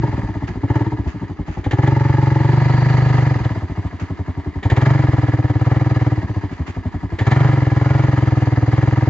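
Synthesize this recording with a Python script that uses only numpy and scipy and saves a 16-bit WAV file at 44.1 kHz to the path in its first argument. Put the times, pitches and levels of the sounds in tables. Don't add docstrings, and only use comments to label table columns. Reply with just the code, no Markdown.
import sys
import numpy as np
from scipy import signal
from scipy.fft import rfft, irfft, next_fast_len
from scipy.io import wavfile

SR = 44100
rng = np.random.default_rng(int(sys.argv[2]) if len(sys.argv) > 2 else 0)


def transcribe(signal):
    frames = np.atleast_2d(signal).T
    limited = np.clip(frames, -1, 1)
    pcm = np.round(limited * 32767).astype(np.int16)
    wavfile.write(sys.argv[1], SR, pcm)


N = 400869
T = np.arange(N) / SR

# time in seconds, firings a second.
ENGINE_SPEED = [(0.0, 21.97), (0.26, 18.2), (0.32, 14.2), (0.56, 15.26), (0.6, 12.1), (0.77, 19.87),
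                (1.11, 11.09), (1.2, 14.94), (1.3, 10.65), (1.64, 11.35), (1.84, 23.09), (2.39, 22.61),
                (2.53, 24.06), (3.0, 25.05), (3.2, 24.48), (3.59, 16.35), (3.68, 11.53), (3.8, 15.67),
                (3.84, 11.96), (4.62, 10.34), (4.68, 15.58), (4.88, 24.64), (5.08, 20.91), (5.57, 17.14),
                (5.7, 20.85), (6.06, 19.13), (6.51, 11.94), (7.17, 11.0), (7.28, 20.48), (7.43, 24.96),
                (7.69, 20.04), (7.96, 22.97), (8.08, 21.61), (8.64, 18.89), (8.84, 20.95), (9.09, 19.65)]
# opens in seconds, shuts in seconds, time to open in seconds, time to shut in seconds,
# opening from 0 to 1, extra bark and rasp in dB, extra spray in dB.
THROTTLE_SURGES = [(0, 0.024, 0.023, 0.06, 0.95, 1.5, -7), (0.565, 0.785, 0.066, 0.3, .92, -1.5, -5),
                   (1.562, 3.336, 0.12, 0.18, 0.86, 0, 4.5), (4.56, 6.099, 0.074, 0.16, 0.94, -0.3, 1),
                   (6.24, 6.411, .04, .08, .3, -0.5, 4), (7.108, 9.2, 0.12, .1, 0.95, -0.04, 6)]
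# idle level in dB,
# pulling level in dB, dB per extra firing a second coasting, the same pulling, extra dB in a hard pick-up.
FIRING_LEVELS = [(-22, -12.5, 0.26, 0.16, 2.5), (-29, -22, -0.1, -0.16, -3.5), (-42, -30.5, 0.54, 0.096, 3),
                 (-53.5, -41.5, -0.6, 0.63, 7)]
# time in seconds, level change in dB.
STUMBLES = [(.43, 1.5), (0.499, -2.5), (0.557, -1.5), (1.149, -3), (3.405, -5), (3.456, 5.5), (3.52, -2),
            (3.679, -3.5), (3.929, -6), (6.229, -4.5), (6.518, -5.5), (6.679, -5.5)]
# time in seconds, boom change in dB, chamber change in dB, clatter change in dB.
PASSING_LEVELS = [(0, -1, -0.5, -1), (.8, -2.5, 3.5, 0.5), (1.35, -3, -0.5, -2), (1.9, -0.2, -1, 0),
                  (2.6, 0.5, -5.5, 1), (4, 0, 1, 1.5), (9.09, 0, 0.5, 2)]
# time in seconds, share of the bark in dB relative to the pipe before trims, tuning as a ratio.
AIR_BOX_HONK = [(0, 3.5, 1.03), (.5, -2.5, 0.97), (.95, 3.5, 1.046), (1.65, 1.5, .92), (1.8, 5, .95),
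                (1.95, 9, 1.0), (2.4, 9, 0.98), (2.65, -6, 1.055), (3.1, -6, 1.02), (3.5, -16, 1.02),
                (9.09, -19.5, 1.02)]
# time in seconds, tuning as a ratio.
PIPE_TUNING = [(0, .96), (2.4, .98), (2.9, 1.01), (3.6, .97), (4.6, .96), (4.88, 1.05), (5.15, .99),
               (5.55, .97), (5.8, 1.01), (6.3, .96), (7.15, .96), (7.4, 1.06), (7.6, .99), (7.9, 1.08),
               (8.15, 1.02), (8.6, .93), (8.8, 1.01), (9.09, .96)]

# frequency in Hz, width in Hz, level in dB.
PIPE_MODES = [(392.6, 28, 5), (528.3, 27, 8.5), (639.4, 24, 5.5), (781.5, 38, 7), (852, 20, -0.5),
              (968, 36, 1.5), (1180, 8.3, -6.5), (1297, 17, -7)]
TAIL_PIPE_MODES = [(1250, 78, 6.5), (1380, 13, 2.5), (1719, 140, -3), (1790, 110, 2), (2100, 110, -1.5),
                   (2250, 140, -4), (3070, 130, -11)]
AIR_BOX_MODES = [(323, 20.2, 12.5), (407.4, 11, 6), (556, 26, 3), (853.5, 36, 4.5), (911.4, 29, 5.5)]
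INLET_MODES = [(313, 57, 1), (417, 45, 1), (580, 22, -9.5)]
CASE_MODES = [(735, 120, -2.5), (952, 50, 3.5), (1236, 70, -1), (1686, 77, 0.5), (1980, 130, -2.5),
              (2184, 36, -7.5), (2410, 19, -7.5), (2853, 73, -13)]
FIN_MODES = [(3440, 43, -3), (3910, 80, 0.5), (4230, 110, -3.5), (4480, 56, -4.5), (4810, 87, 1.5),
             (5120, 46, -1.5), (5880, 110, -8), (6700, 83, -6)]
DRIVE_MODES = [(4120, 50, -2), (4520, 65, -1), (4780, 50, -7)]

# frequency in Hz, gain in dB.
RASP_COLOUR = [(300, -14), (600, -8), (1000, 3), (1120, -7.5), (1300, 8), (1500, -3), (1730, 4), (2150, -4),
               (2560, -18), (2950, -8), (3700, -26.5), (3900, -14.5), (5050, -28), (5400, -28),
               (5850, -23.5), (6800, -20), (8000, -44)]
CHUFF_COLOUR = [(250, -13), (400, 5), (490, -16.5), (630, 4), (730, -1.5), (900, -0.5), (1100, -3),
                (1500, -27), (3000, -38)]
WHIRR_COLOUR = [(40, -6.5), (80, -2), (180, 4), (330, 0), (480, -10), (700, -7), (980, 1), (1330, -7.5),
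                (1500, -11), (1750, -1), (2150, -5), (2600, -18), (3000, -14), (5000, -24.5), (5500, -30)]
SPRAY_COLOUR = [(1500, -16), (2800, 5.5), (3600, -18.5), (4700, 5.5), (5400, -26), (6000, 1.5),
                (7000, -15.5), (8200, -42)]
SQUELCH_COLOUR = [(500, 6.0), (1200, 8.0), (2200, 5.5), (4000, -8), (5500, -11.5), (7000, -10.5), (8500, -30.0)]
SPIT_COLOUR = [(400, 5.0), (1000, -2), (1500, -5.5), (1800, 8.0), (2200, 0.5), (2600, -9), (3100, -5.5),
               (4000, -11), (5500, -24.0), (7000, -20.5), (9000, -43)]
BURBLE_COLOUR = [(30, -13.0), (60, -9), (120, -4.0), (180, 5.0), (240, 3.0), (370, 0.0), (480, -16.0), (900, -54.0)]
BUSH_COLOUR = [(120, -6), (500, 1), (1500, 0), (8000, -10)]
# frequency in Hz, gain in dB.
WALL_LOSS = [(1000, -4.5), (1400, -7.5), (2500, -15.5), (6000, -32)]

# place in the cycle from 0 to 1,
# mean level in dB before scaling, decay in seconds.
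TAPS = [(.66, -7.5, 0.027), (.76, -3.5, 0.012), (.28, -5, 0.0013)]
# start in seconds, level in dB, decay in seconds.
COUGHS = [(0.033, -35, 0.0029), (1.64, -28, 0.023), (1.709, -19, 0.017), (1.872, -21, 0.008),
          (3.447, -22.5, 0.0082), (4.628, -25.5, 0.028), (4.699, -19, 0.017), (4.764, -19, 0.0098),
          (4.814, -17, 0.006), (4.859, -18.5, 0.0073), (4.902, -22, 0.0065), (7.186, -21.5, 0.03),
          (7.265, -22.5, 0.012), (7.311, -19.5, 0.018)]
# start in seconds, level in dB before a trim, decay in seconds.
CLODS = [(0.471, -36.5, 0.022), (1.071, -38, 0.029), (1.461, -43.5, 0.076), (1.536, -49, 0.031),
         (3.996, -36, 0.028), (4.159, -64, 0.0033), (6.508, -45.5, 0.054), (6.664, -37, 0.033)]
# frequency in Hz, left minus right in dB.
PORT_DB = [(140, 0), (210, 1), (320, 2), (490, 4), (740, 5.5), (1130, -2), (1710, -1.0), (2600, -1.5)]
# frequency in Hz, radians by which left leads.
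PORT_LEAD = [(40, .15), (125, 0.3), (400, 0.14), (1000, 0.24), (2500, 1), (8000, 1)]

START_TURN = .3
IDLE_RATE, PULL_RATE = 11, 20
FIRING_S = .05
STUMBLE_S = .05
HARD_PICKUP, PICKUP_S = 3.1, 0.076
SOFT_BOOM_DB, HARD_BOOM_DB = -23, -12.5
CLEAN_IDLE, CLEAN_PULL, CLEAN_LOST = .25, .99, .35
PIPE_LAG_S, PIPE_SWELL_S = 0.00182, .0008
BOX_LAG_S, BOX_SWELL_S = .0005, .0018
PICKUP_HONK_DB = -5.5
ROUND_TRIP_S = .0035
RASP_RISE_S, RASP_DECAY_S = .0025, .012
TAIL_PIPE_DB = -1
TAIL_GLIDE, TAIL_SWELL_S = 0.5, 0.00081
GULP_PLACE, GULP_DB, GULP_OPEN_DB = .67, -50, 8.5
CLATTER_DB, CLATTER_RISE_DB = -45.5, 0.8564
SLACK_PLACE, SLACK_DB = 0.76, 2
FIN_DB = -18
WHEEL_LAG_S = 0.35
SPRAY_DB, SPRAY_RISE_DB = -60, 0.84
WHINE_DB = -47
WHINE_S, WHINE_LENGTH_S = 2.8, 0.42
LOW_CUT_HZ, TOP_HZ = 46, 7600


def undb(db):
    return 10 ** (np.asarray(db) / 20)


def curves(table, at):
    s, *columns = np.transpose(table)
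    return [np.interp(at, s, c) for c in columns]


def over_hz(points, hz):
    f, value = np.transpose(points)
    return np.interp(np.log(np.maximum(hz, 1)), np.log(f), value)


def filtered(x, response):
    size = next_fast_len(N + SR // 4, True)
    spectrum = rfft(x, size) * response(np.fft.rfftfreq(size, 1 / SR))
    return irfft(spectrum, size)[..., :N]


def colour(x, points):
    return filtered(x, lambda hz: undb(over_hz(points, hz)))


def ring(x, modes):
    def response(hz):
        total = 0
        for k, (f, width, db) in enumerate(modes):
            damping = 1j * hz * width
            total = total + (-1) ** k * undb(db) * damping / (f * f - hz * hz + damping)
        return total
    return filtered(x, response)


def retuned(x, modes, tuning, swell_s):
    clock = np.cumsum(tuning) / SR
    x = np.interp(T, clock, x)
    extra = 1 / (np.pi * swell_s)
    onset = [(f, w + extra, db + 20 * np.log10(w / (w + extra))) for f, w, db in modes]
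    return np.interp(clock, T, ring(x, modes) - ring(x, onset))


def unit(x):
    return x / np.sqrt(np.mean(x ** 2))


def noise(spread):
    mid, side = rng.standard_normal((2, N))
    return unit(np.array([mid + spread * side, mid - spread * side]))


def walk(rate):
    return np.interp(T * rate, np.arange(4096), rng.standard_normal(4096))


def burst(age, rise_s, decay_s):
    age = np.maximum(age, 0)
    return (1 - np.exp(-age / rise_s)) * np.exp(-age / decay_s)


def clicks(times, sizes):
    whole, part = np.divmod(np.clip(times * SR, 0, N + 1), 1)
    whole = whole.astype(int)
    sizes = sizes * (times >= 0)
    early = np.bincount(whole, sizes * (1 - part), N + 3)
    late = np.bincount(whole + 1, sizes * part, N + 3)
    return (early + late)[:N]


def puffs(times, sizes, rise_s, decay_s):
    return signal.fftconvolve(clicks(times, sizes), burst(T[:SR // 6], rise_s, decay_s))[:N]


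def as_strong(x, sizes):
    return x * np.sqrt(np.sum(sizes ** 2) * FIRING_S * SR / np.mean(np.sum(x ** 2, axis=-1)))


def throttle(times):
    total = 0
    for opens, shuts, rise_s, fall_s, *amounts in THROTTLE_SURGES:
        opening = np.clip((times - opens) / rise_s, 0, 1)
        closing = np.clip(1 - (times - shuts) / fall_s, 0, 1)
        total = total + np.outer(amounts, opening * closing)
    return total


def pickup(times):
    rate, = curves(ENGINE_SPEED, times)
    before, = curves(ENGINE_SPEED, times - PICKUP_S)
    return np.tanh(np.maximum(rate - before, 0) / HARD_PICKUP)


def load(times):
    rate, = curves(ENGINE_SPEED, times)
    gas, extra_db, _ = throttle(times)
    stumble_db = sum(db * np.exp(-((times - s) / STUMBLE_S) ** 2) for s, db in STUMBLES)
    levels = []
    for idle_db, pull_db, coast, pull, pickup_db in FIRING_LEVELS:
        coasting = idle_db + coast * (rate - IDLE_RATE)
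        pulling = pull_db + pull * (rate - PULL_RATE) + pickup_db * pickup(times)
        levels.append((1 - gas) * coasting + gas * pulling + stumble_db)
    boom, chamber, bark, rasp = levels
    boom_db, chamber_db, _ = curves(PASSING_LEVELS, times)
    return boom + boom_db, chamber + chamber_db, bark + extra_db, rasp + extra_db


def wheel_spin():
    rate, = curves(ENGINE_SPEED, T)
    keep = np.exp(-1 / (WHEEL_LAG_S * SR))
    return signal.lfilter([1 - keep], [1, -keep], rate - PULL_RATE)


def thicket(x, decay_s, wet_db):
    echo = rng.standard_normal((2, SR // 2)) * burst(T[:SR // 2] - .02, 0.038, decay_s)
    echo /= np.sqrt(np.sum(echo ** 2, axis=1, keepdims=True))
    scattered = signal.fftconvolve(x, echo, axes=1)[:, :N]
    return undb(wet_db) * colour(scattered, BUSH_COLOUR)


def mud():
    _, _, thrown_db = throttle(T)
    spray_db = SPRAY_DB + SPRAY_RISE_DB * wheel_spin() + thrown_db
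    grains = noise(.9) * undb(2.2 * walk(430) + 1.6 * walk(60))
    spray = unit(colour(grains, SPRAY_COLOUR))
    squelch = unit(colour(grains, SQUELCH_COLOUR))
    clods = sum(undb(db) * burst(T - s, 0.0056, decay) for s, db, decay in CLODS)
    return spray * undb(spray_db) + squelch * undb(6.5) * clods


def whine():
    swell = np.exp(-((T - WHINE_S) / WHINE_LENGTH_S) ** 2)
    song = unit(ring(ring(noise(0.73), DRIVE_MODES), DRIVE_MODES))
    return undb(WHINE_DB) * swell * song


def machinery(turns):
    rate, = curves(ENGINE_SPEED, T)
    _, _, side_db = curves(PASSING_LEVELS, T)
    clatter_db = CLATTER_DB + CLATTER_RISE_DB * (rate - IDLE_RATE) + side_db
    cycles = np.arange(int(turns[-1]) + 1)
    taps = knocks = 0
    for place, db, decay_s in TAPS:
        chance = rng.standard_normal((len(cycles), 2)).T
        times = np.interp(cycles + place + 0.002 * chance[0], turns, T, left=-1, right=2 * T[-1])
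        knocks = knocks + clicks(times, undb(db - 3 * chance[1]))
        taps = taps + puffs(times, undb(db + 2.5 * chance[1]), rise_s=0.0004, decay_s=decay_s)
    strain = undb(-SLACK_DB * np.cos(2 * np.pi * (turns - SLACK_PLACE)))
    clatter = unit(ring(noise(0.3) * taps + 13 * knocks, CASE_MODES))
    whirr = unit(colour(noise(0.26), WHIRR_COLOUR) * strain * undb(1.8 * walk(40)))
    fins = unit(ring(noise(1.0) * (taps + 0.21 * strain), FIN_MODES))
    return undb(clatter_db) * (clatter + whirr + undb(FIN_DB) * fins)


def coughs():
    strength = sum(undb(db) * burst(T - s, 0.0018, decay) for s, db, decay in COUGHS)
    return strength * unit(colour(noise(0.21), SPIT_COLOUR))


def intake(turns):
    times = np.interp(np.arange(int(turns[-1])) + GULP_PLACE, turns, T)
    gas, _, _ = throttle(times)
    sizes = undb(GULP_DB + GULP_OPEN_DB * gas)
    return as_strong(ring(colour(clicks(times, sizes), WALL_LOSS), INLET_MODES), sizes)


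def burble(times):
    boom_db, _, _, _ = load(times)
    sizes = undb(np.interp(boom_db, [-24, -16], [-7, -22]) + boom_db)
    gas = noise(.08) * puffs(times - .005, sizes, rise_s=.02, decay_s=.016)
    return as_strong(colour(gas, BURBLE_COLOUR), sizes)


def outlet(times, sizes, effort):
    ages = ROUND_TRIP_S * np.arange(10)
    returns = (times[:, None] + ages).ravel()
    strength = np.outer(sizes, burst(ages + ROUND_TRIP_S, RASP_RISE_S, RASP_DECAY_S))
    flutter = undb(1.5 * walk(400))
    gas = noise(0.58) * flutter * puffs(returns, strength.ravel(), rise_s=.0004, decay_s=.003)
    blows = clicks(returns, (strength * effort[:, None]).ravel())
    tuning = curves(PIPE_TUNING, T)[0] ** TAIL_GLIDE
    tail_pipe = retuned(blows, TAIL_PIPE_MODES, tuning, TAIL_SWELL_S)
    rasp = undb(1.4) * as_strong(colour(gas, RASP_COLOUR), sizes)
    return rasp + undb(TAIL_PIPE_DB) * as_strong(tail_pipe, sizes * effort)


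def exhaust(times):
    boom_db, _, bark_db, rasp_db = load(times)
    honk_db, _ = curves(AIR_BOX_HONK, times)
    effort = np.interp(boom_db, [-23, -16], [0, 1])
    clean = CLEAN_IDLE + (CLEAN_PULL - CLEAN_IDLE) * effort * (1 - CLEAN_LOST * pickup(times) ** 2)
    share = undb(honk_db) + undb(PICKUP_HONK_DB) * pickup(times) ** 2
    chance = rng.standard_normal((len(times), 2)).T
    bark = undb(bark_db + .6 * chance[0]) / np.hypot(1, share)
    rasp = undb(rasp_db + 1.3 * chance[1])
    honk = bark * share
    times = times - .006 * (1 - effort)
    ringing, loose = np.sqrt(clean), np.sqrt(1 - clean)

    pipe_blows = colour(clicks(times + PIPE_LAG_S, bark * ringing), WALL_LOSS)
    pipe = retuned(pipe_blows, PIPE_MODES, *curves(PIPE_TUNING, T), PIPE_SWELL_S)
    chuff_gas = noise(0.082) * puffs(times, bark * loose, rise_s=0.0018, decay_s=0.023)
    chuff = colour(chuff_gas, CHUFF_COLOUR)
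    swirl = .05 * rng.standard_normal(N) * puffs(times, honk * loose, .002, .012)
    box_blows = colour(clicks(times + BOX_LAG_S, honk * ringing) + swirl, WALL_LOSS)
    air_box = retuned(box_blows, AIR_BOX_MODES, curves(AIR_BOX_HONK, T)[1], BOX_SWELL_S)

    barking = undb(-0.5) * as_strong(pipe, bark * ringing)
    chuffing = undb(4.5) * as_strong(chuff, bark * loose)
    honking = undb(7.0) * as_strong(air_box, honk)
    return barking + chuffing + honking + outlet(times, rasp, effort)


def swing(age, hz, swell_s, sharp, crest_s, sag=0):
    u = np.maximum(1 + age / swell_s, 0)
    cycles = hz * (age + crest_s) * (1 - sag * np.tanh(age / swell_s))
    wave = (u * np.exp(1 - u)) ** sharp * np.cos(2 * np.pi * cycles)
    return wave / np.sqrt(np.sum(wave ** 2) / (FIRING_S * SR))


def silencer(times):
    out = np.zeros(N)
    boom_db, chamber_db, _, _ = load(times)
    rates, = curves(ENGINE_SPEED, times)
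    idles = np.clip((HARD_BOOM_DB - boom_db) / (HARD_BOOM_DB - SOFT_BOOM_DB), 0, 1)
    chance = rng.standard_normal((len(times), 5))
    for t, boom, chamber, rate, idle, luck in zip(times, boom_db, chamber_db, rates, idles, chance):
        span = slice(max(int((t - FIRING_S / 2) * SR), 0), int((t + 2 * FIRING_S) * SR))
        age = T[span] - t - .013 - .0065 * idle
        swell_s = .026 + .024 * idle
        uneven = .007 + .05 * idle
        boom_hz = 123 * (rate / 20) ** 0.33 * (1 + uneven * luck[0])
        chamber_hz = 303 * (rate / 20) ** 0.12 * (1 + uneven * luck[1])
        body = swing(age, boom_hz, swell_s, sharp=12, crest_s=.0018, sag=.04 + .2 * idle)
        push_hz = .68 * boom_hz * (1 + 3 * uneven * luck[2])
        push = swing(age, push_hz, swell_s, sharp=17, crest_s=.0012)
        push_db = -14.5 + 11.7 * idle + 3.2 * luck[3]
        chamber_sag = idle * (.05 + .04 * luck[2])
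        tone = swing(age + .008 * idle, chamber_hz, swell_s, sharp=12, crest_s=.0021, sag=chamber_sag)
        later_gain = np.interp(rate, [21, 25], [0, .3])
        later = later_gain * swing(age - .0155, boom_hz, swell_s, sharp=12, crest_s=.0018)
        front = swing(age + .004 + .007 * idle, 1.62 * boom_hz, swell_s, sharp=26, crest_s=.0016)
        front_db = -21 + 15.5 * idle
        out[span] += undb(boom - 2.5) * (body + later + undb(push_db) * push + undb(front_db) * front)
        out[span] += undb(chamber - 3.5 + 0.091 * luck[4]) * tone
    return out


def scene():
    rate, = curves(ENGINE_SPEED, T)
    turns = START_TURN + np.cumsum(rate) / SR
    times = np.interp(np.arange(int(turns[-1]) + 1), turns, T, left=-START_TURN / rate[0])
    running_gear = mud() + whine() + machinery(turns)
    breathing = coughs() + intake(turns)
    firing = burble(times) + exhaust(times) + silencer(times)
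    bike = running_gear + breathing + firing
    return bike + thicket(bike, decay_s=.06, wet_db=-18)


def record(dry):
    sides = np.array([[.5], [-.5]])

    def port_response(hz):
        gain = undb(sides * over_hz(PORT_DB, hz))
        return gain * np.exp(1j * sides * over_hz(PORT_LEAD, hz))

    ports = filtered(dry, port_response)
    ports = filtered(ports, lambda hz: hz ** 3 / np.sqrt(hz ** 6 + LOW_CUT_HZ ** 6))
    rounded = ports / (1 + (ports / .94) ** 6) ** (1 / 6)
    return signal.sosfilt(signal.ellip(8, .2, 70, TOP_HZ, fs=SR, output="sos"), rounded)


dry = scene()
out = record(dry)
transcribe(out)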